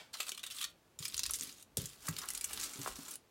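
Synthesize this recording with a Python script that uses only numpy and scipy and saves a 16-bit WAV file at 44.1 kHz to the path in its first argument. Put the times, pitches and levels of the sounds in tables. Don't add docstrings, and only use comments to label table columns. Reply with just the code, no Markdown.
import sys
import numpy as np
from scipy import signal
from scipy.fft import rfft, irfft
from scipy.io import wavfile
from scipy.ndimage import uniform_filter1d

SR = 44100
rng = np.random.default_rng(int(sys.argv[2]) if len(sys.argv) > 2 else 0)


def to_linear_factor(level_db):
    exponent = np.asarray(level_db, float) / 20
    return 10 ** exponent


def generate_wav(signal):
    frames = np.transpose(np.atleast_2d(signal))
    scaled = np.clip(frames, -1, 1) * 32767
    pcm = np.round(scaled).astype(np.int16)
    wavfile.write(sys.argv[1], SR, pcm)


N = 145530

# [f/Hz, level/dB per Hz]
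AIR_TONE = [(30, -16), (50, -2), (235, -4.5), (606, -8), (900, -11.5), (1650, -16), (6500, -23),
            (15500, -28)]
AIR_DB = -68.5
# [f/Hz, level/dB per Hz]
EARLIER_RUSTLE_TONE = [(300, -6), (600, 3), (1300, -4.5), (1800, 0), (4400, -2), (15000, -24)]
EARLIER_RUSTLE_DB, EARLIER_RUSTLE_T60_S = -51.5, 0.3

# [t/s, level/dB]
PINCH_PRESSURE = [
    (0.129, -73),
    (.14, -54),
    (.28, -49.5),
    (.42, -71.5),
    (.55, -49),
    (0.609, -45),
    (.652, -66),
    (.67, -61),
    (.72, -67),
]
FOLD_PRESSURE = [
    (.98, -120),
    (0.997, -55),
    (1.3, -55),
    (1.44, -50),
    (1.622, -65.5),
    (1.645, -93),
    (1.768, -101),
    (1.774, -44),
    (1.96, -61.5),
]
SMOOTH_PRESSURE = [(1.93, -70), (2.06, -51.5), (2.14, -53.5), (2.21, -51), (2.27, -53.5), (2.36, -52),
                   (2.43, -56), (2.52, -49.5), (2.55, -45), (2.645, -47), (2.7, -50.5), (2.79, -49.5),
                   (2.881, -44.5), (2.947, -59.5), (2.959, -50.5), (3.03, -54), (3.09, -51), (3.16, -55.5)]
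# [f/Hz, level/dB per Hz]
PINCH_COLOUR = [(820, -20), (1200, 1), (1760, -6.5), (3520, 0), (5200, -4.5), (8520, 0.5), (15500, -10)]
FOLD_COLOUR = [(700, -28), (1100, -3), (1830, -6), (3520, -2), (6850, -2.5), (10500, -4.5), (15500, -10)]
SMOOTH_COLOUR = [(600, -8.5), (1320, 0.5), (1810, -4.5), (3160, -4), (8630, -4.5), (15500, -9.5)]

# [t/s, level/dB, length/s, centre f/Hz]
CARD_KNOCKS = [(0.131, -42.5, 0.036, 1350), (0.2, -33.5, 0.007, 1210), (.262, -46.5, 0.045, 1060),
               (0.435, -48.5, 0.0085, 1290), (0.641, -55, 0.01, 1640), (1.194, -43.5, 0.0037, 1280),
               (1.297, -36.5, 0.0045, 1280), (2.08, -31.5, 0.01, 1790), (2.212, -39.5, 0.054, 1460),
               (2.8605, -26, 0.0019, 1040), (2.874, -28, 0.0048, 807), (2.88, -52, 0.036, 1050),
               (3.07, -48, 0.033, 1190)]
# [f/Hz, level/dB, t60/s]
CARD_MODES = [(507, 20, 0.0031), (765, -3, 0.057), (1100, 9, 0.026), (1328, 15.5, 0.014),
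              (1640, 6.5, 0.045), (1950, 9.5, 0.013)]

# [t/s, peak level/dB, centre f/Hz, ring t60/s]
PINCH_CREASES = [(0.1326, -47, 4030, 0.11), (0.1406, -41.5, 4360, 0.071), (0.1875, -52, 3600.0, 0.057),
                 (0.2037, -31, 3420, 0.053), (0.2285, -45, 3400.0, 0.053), (0.2679, -45.0, 3600, 0.04),
                 (0.282, -41.0, 3500, 0.051), (0.2929, -34, 6700, 0.027), (0.3191, -34, 2900.0, 0.023),
                 (0.3467, -46, 3740, 0.049), (0.377, -43.5, 3060, 0.037), (0.3943, -43.5, 3270, 0.046),
                 (0.4324, -44.5, 3150, 0.13), (0.4384, -36.5, 3150, 0.033), (0.4652, -41.5, 3430, 0.055),
                 (0.5027, -45.5, 2640, 0.029), (0.5093, -42.5, 3270, 0.068), (0.5223, -45.5, 6140, 0.037),
                 (0.5716, -50, 3360, 0.047), (0.5856, -42.5, 3520, 0.1), (0.6081, -42, 3520, 0.12),
                 (0.6141, -36.5, 3420, 0.038), (0.6239, -37, 3750, 0.072), (0.63, -38.5, 3260, 0.021),
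                 (0.6417, -32, 3960, 0.04), (0.65, -36.5, 3850, 0.018)]
FOLD_CREASES = [(0.9898, -39, 7200, 0.039), (1.0256, -42, 3680, 0.061), (1.0346, -44, 5800.0, 0.025),
                (1.05, -41.5, 9400, 0.031), (1.0534, -33.0, 4650, 0.041), (1.0815, -37.5, 9500, 0.03),
                (1.0997, -46, 4500.0, 0.021), (1.1233, -47, 3670, 0.024), (1.1381, -49, 5030, 0.039),
                (1.1442, -31.0, 4160, 0.021), (1.167, -39.5, 8250, 0.053), (1.1789, -31, 5800.0, 0.02),
                (1.1934, -28, 5300, 0.024), (1.203, -38, 4500.0, 0.016), (1.2341, -29.5, 5200, 0.026),
                (1.2385, -31, 4650, 0.019), (1.2555, -38, 4140, 0.035), (1.2633, -30.5, 6500, 0.024),
                (1.2935, -41.5, 5500.0, 0.059), (1.309, -29, 10100, 0.026), (1.3172, -44, 6400.0, 0.039),
                (1.3364, -29.5, 7300, 0.017), (1.3414, -35, 7200, 0.038), (1.3475, -39.5, 7700.0, 0.046),
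                (1.3557, -39, 11100, 0.066), (1.3872, -44.0, 8500.0, 0.033), (1.3966, -38.5, 6730, 0.026),
                (1.41, -31.5, 7000.0, 0.019), (1.4222, -41, 7500, 0.03), (1.4333, -38.5, 10400, 0.044),
                (1.473, -48, 7800, 0.032), (1.4926, -47.5, 3730, 0.042), (1.61, -56.5, 8200, 0.073),
                (1.6264, -48, 9100, 0.025), (1.7715, -26.5, 9100, 0.023), (1.7783, -40.5, 7640, 0.051),
                (1.8572, -36.5, 8500, 0.041)]
SMOOTH_CREASES = [(2.0702, -40, 9600, 0.045), (2.0857, -32.5, 8650, 0.03), (2.109, -48, 13900, 0.029),
                  (2.1276, -47.5, 3540, 0.021), (2.166, -37, 4500.0, 0.024), (2.1801, -49, 2470, 0.13),
                  (2.185, -38, 9000, 0.034), (2.1879, -37.5, 4750, 0.033), (2.2169, -41.5, 5400, 0.046),
                  (2.2357, -45, 3880, 0.032), (2.257, -45.0, 10900, 0.018), (2.2873, -33, 8500, 0.026),
                  (2.304, -33.5, 8100, 0.028), (2.336, -39.5, 10300.0, 0.019), (2.3486, -35, 7540, 0.038),
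                  (2.3764, -36.0, 9200, 0.025), (2.4112, -34.5, 7700.0, 0.033),
                  (2.4426, -30.5, 7900, 0.038), (2.4964, -48, 8600, 0.025), (2.5326, -34.5, 9050, 0.03),
                  (2.5749, -38.0, 3070, 0.033), (2.5988, -38.5, 8000, 0.038),
                  (2.6116, -38.0, 7400.0, 0.081), (2.6234, -44, 6700.0, 0.057),
                  (2.6318, -40, 5500.0, 0.094), (2.6372, -37.5, 8100, 0.1), (2.66, -44.5, 6130, 0.056),
                  (2.6926, -48.5, 6440, 0.062), (2.734, -44, 7240, 0.085), (2.7584, -45, 5440, 0.019),
                  (2.8153, -40, 6700.0, 0.029), (2.8738, -41, 8100.0, 0.076), (2.9574, -45, 7200, 0.028),
                  (2.967, -49, 5730, 0.017), (3.0828, -44.5, 8000, 0.069), (3.1088, -43, 9800.0, 0.099),
                  (3.139, -42.5, 7850, 0.035), (3.156, -39.5, 9600, 0.026)]
# [tick over ring level/dB, rise/s]
SNAP_SHAPES = [
    (6, 0.0012),
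    (7.5, 0.00059),
    (5, 0.00044),
]

# [t/s, level/dB, push length/s, centre f/Hz]
TABLE_THUMPS = [(.32, -50.5, 0.0033, 384), (.994, -43.5, 0.019, 121), (1.39, -50, .05, 254),
                (1.45, -56, 0.049, 287), (1.771, -37, 0.0065, 268), (1.779, -31.5, 0.01, 112),
                (1.803, -42.5, 0.045, 141.3), (2.086, -33.5, 0.0059, 213), (2.102, -40.5, 0.0078, 109),
                (2.749, -48, 0.015, 300), (2.779, -43.5, 0.034, 126), (2.778, -44.5, 0.038, 270),
                (2.984, -41, 0.014, 289)]
# [f/Hz, level/dB, t60/s]
TABLE_MODES = [(70, -4, .06), (112, 1.5, 0.18), (140, 2.5, 0.21), (162.4, 3, 0.29), (225, -11.5, 0.066),
               (267.7, -0.5, 0.073), (370, -1, 0.045), (497, -11.5, 0.053)]
# [t/s, level/dB]
LEANING = [(.98, -62), (1.02, -72), (1.1, -85), (1.14, -57.5), (1.36, -60.5), (1.5, -80.5), (2.5, -65),
           (2.6, -54), (2.75, -88), (2.92, -56.5), (3.1, -91)]
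# [f/Hz, t60/s]
ROOM_DECAY = [(200, 0.28), (3000, 0.22), (14000, 0.082)]
ROOM_DB = -12

CRACKLE_PER_S = (1900, 3000, 7000)
FLEX_DB = (-26, -13.5, -12.5)

FOCUS_DB, FOCUS_OCT, LUMP_DB = 10, 0.6, 3.6
THIN_DB, THIN_RATIO = 10, 3.2


def evened(x):
    return x / np.sqrt(np.mean(x ** 2) + 1e-20)


def read(points, hz):
    f, value = np.transpose(points)
    return np.interp(np.log(hz + 1), np.log(f + 1), value)


def level(points):
    s, db = np.transpose(points)
    return to_linear_factor(np.interp(np.arange(N) / SR, s, db, -120, -120))


def add(mix, s, sound):
    part = mix[round(s * SR):][:len(sound)]
    part += sound[:len(part)]


def band(edges_hz):
    sos = signal.butter(2, edges_hz, "bandpass", fs=SR, output="sos")
    return evened(signal.sosfilt(sos, rng.standard_normal(N)))


def coloured(tone, lines_db=0):
    lines = rng.standard_normal(N // 2 + 1)
    for _ in range(2):
        lines = uniform_filter1d(lines, size=200)
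    db = read(tone, np.fft.rfftfreq(N, 1 / SR)) + lines_db * evened(lines)
    return evened(irfft(rfft(rng.standard_normal(N)) * to_linear_factor(db), N))


def air():
    t = np.arange(N) / SR
    fade = to_linear_factor(EARLIER_RUSTLE_DB - 60 * t / EARLIER_RUSTLE_T60_S)
    return to_linear_factor(AIR_DB) * coloured(AIR_TONE) + fade * coloured(EARLIER_RUSTLE_TONE, 3.5)


def sheet(tone, centre_hz, focus_db, lump_db):
    hz = abs(np.fft.fftfreq(1024, 1 / SR))
    lumps = evened(uniform_filter1d(rng.standard_normal(513), size=7))
    db = read(tone, np.clip(hz, 600, 15000))
    db = db + focus_db * np.exp(-(np.log2((hz + 1) / centre_hz) / FOCUS_OCT) ** 2)
    db = db + lump_db * lumps[np.rint(hz * 1024 / SR).astype(int)]
    db = db - 24 * np.log2(np.maximum(600 / (hz + 30), 1))
    db = db - THIN_DB * np.log2(np.maximum(centre_hz / THIN_RATIO / (hz + 30), 1))
    minimum_phase = np.exp(np.conj(signal.hilbert(db * np.log(10) / 20)))
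    return evened(np.fft.ifft(minimum_phase).real[:512])


def tiny_creases(tone, per_s):
    size = to_linear_factor(6.5 * np.minimum(rng.exponential(1, N), 4.5))
    hits = size * (rng.random(N) < per_s / SR) * rng.choice([-1, 1], N)
    kind = rng.integers(0, 20, N)
    tail = to_linear_factor(-60 * np.arange(900) / SR / 0.018)
    grains = np.zeros(N)
    for k, hz in enumerate(np.geomspace(2400, 14000, 20)):
        response = sheet(tone, hz, FOCUS_DB, LUMP_DB)
        tick_and_tail = np.r_[4.0, rng.standard_normal(len(tail)) * tail]
        grains += signal.oaconvolve(hits * (kind == k), np.convolve(response, tick_and_tail))[:N]
    return evened(grains)


def crackle(pressure, tone, per_s, flex_db):
    clump_s, clump_db, scrape_db = 0.024, 2, -2.5
    memory = np.exp(-np.arange(2000) / (clump_s * SR))
    drift = evened(signal.oaconvolve(rng.standard_normal(N), memory)[:N])
    grains = tiny_creases(tone, per_s)
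    scrape = evened(signal.oaconvolve(rng.standard_normal(N), sheet(tone, 1000, 0, 0))[:N])
    foil = to_linear_factor(clump_db * drift) * (grains + to_linear_factor(scrape_db) * scrape)
    card_flex = to_linear_factor(flex_db) * band((178, 435))
    return level(pressure) * evened(foil + card_flex)


def ring(modes, centre_hz, reach_db):
    t = np.arange(SR // 4) / SR
    out = np.zeros(len(t))
    for hz, db, t60 in modes:
        gain_db = db - reach_db * np.log2(hz / centre_hz) ** 2
        out += to_linear_factor(gain_db - 60 * t / t60) * np.sin(2 * np.pi * hz * t)
    return out


def touches(rows, modes, reach_db):
    out = np.zeros(N)
    for s, db, length, hz in rows:
        t = np.arange(max(round(length * SR), 8)) / SR
        rough = rng.standard_normal(SR // 8)[:len(t)]
        tone = np.sin(2 * np.pi * hz * t) / np.sqrt(20 * hz * length)
        push = np.hanning(len(t)) ** 0.5 * (rough + tone)
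        hit = signal.oaconvolve(push, ring(modes, hz, reach_db * (1 + length / 0.03)))
        after = np.maximum(np.arange(len(hit)) / SR - length, 0)
        hit = hit * to_linear_factor(-60 * after * length / 0.0015)
        sos = signal.butter(3, hz / 2.4, "highpass", fs=SR, output="sos")
        hit = signal.sosfilt(sos, hit)
        add(out, s, to_linear_factor(db) * hit / abs(hit).max())
    return out


def card_knocks():
    return touches(CARD_KNOCKS, CARD_MODES, 5)


def snaps(rows, tone, tick_db, rise_s):
    snap_db, grit_db = 4.5, 3.0
    blur_db = 10.5
    out, lead = np.zeros(N), 300
    t = (np.arange(4096) - lead) / SR
    for s, db, hz, t60 in rows:
        noise, burst = rng.standard_normal(len(t)), rng.exponential(1, len(t))
        grit = evened(noise * to_linear_factor(grit_db * np.minimum(burst, 4)))
        drive = 0.36 * grit * np.where(t < 0, np.exp(t / rise_s), to_linear_factor(-60 * t / t60))
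        drive[lead] += to_linear_factor(tick_db - blur_db * np.log2(t60 / 0.03))
        snap = signal.oaconvolve(drive, sheet(tone, hz, FOCUS_DB, LUMP_DB))
        peak = np.sqrt(np.max(uniform_filter1d(snap ** 2, size=44)) * 2)
        add(out, s - lead / SR, to_linear_factor(db + snap_db) * snap / peak)
    return out


def table_thumps():
    return touches(TABLE_THUMPS, TABLE_MODES, 14)


def sway():
    return uniform_filter1d(level(LEANING), size=900) * band((35.4, 71.6))


def room(x):
    taps = np.zeros(SR // 2)
    at = np.arange(200, len(taps) - 20, 20)
    taps[at + rng.integers(0, 20, len(at))] = rng.choice([-1., 1.], len(at))
    hz, t, z = signal.stft(taps, SR, nperseg=256)
    decay = to_linear_factor(-60 * t / read(ROOM_DECAY, hz)[:, None])
    tail = signal.istft(z * decay, SR, nperseg=256)[1]
    return signal.fftconvolve(x, tail / np.linalg.norm(tail))[:N]


def scene():
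    gestures = zip((PINCH_CREASES, FOLD_CREASES, SMOOTH_CREASES),
                   (PINCH_PRESSURE, FOLD_PRESSURE, SMOOTH_PRESSURE),
                   (PINCH_COLOUR, FOLD_COLOUR, SMOOTH_COLOUR),
                   CRACKLE_PER_S, SNAP_SHAPES, FLEX_DB)
    near = np.zeros(N)
    for creases, pressure, tone, per_s, (tick_db, rise_s), flex_db in gestures:
        near += snaps(creases, tone, tick_db, rise_s)
        near += crackle(pressure, tone, per_s, flex_db)
    near = near + card_knocks() + table_thumps()
    return (near + to_linear_factor(ROOM_DB) * room(near) + sway() + air())[None]


def roll_off(x):
    return signal.sosfilt(signal.butter(12, 17000, fs=SR, output="sos"), x)


def record(dry):
    low_cut_hz, edge_hz, edge_db = 38, 15900, -40
    sos = signal.butter(2, low_cut_hz, "highpass", fs=SR, output="sos")
    x = signal.sosfilt(sos, dry)
    top_step = np.where(np.fft.rfftfreq(N, 1 / SR) > edge_hz, to_linear_factor(edge_db), 1)
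    x = irfft(rfft(x) * top_step, N)
    return roll_off(x)


dry = scene()
out = record(dry)
generate_wav(out)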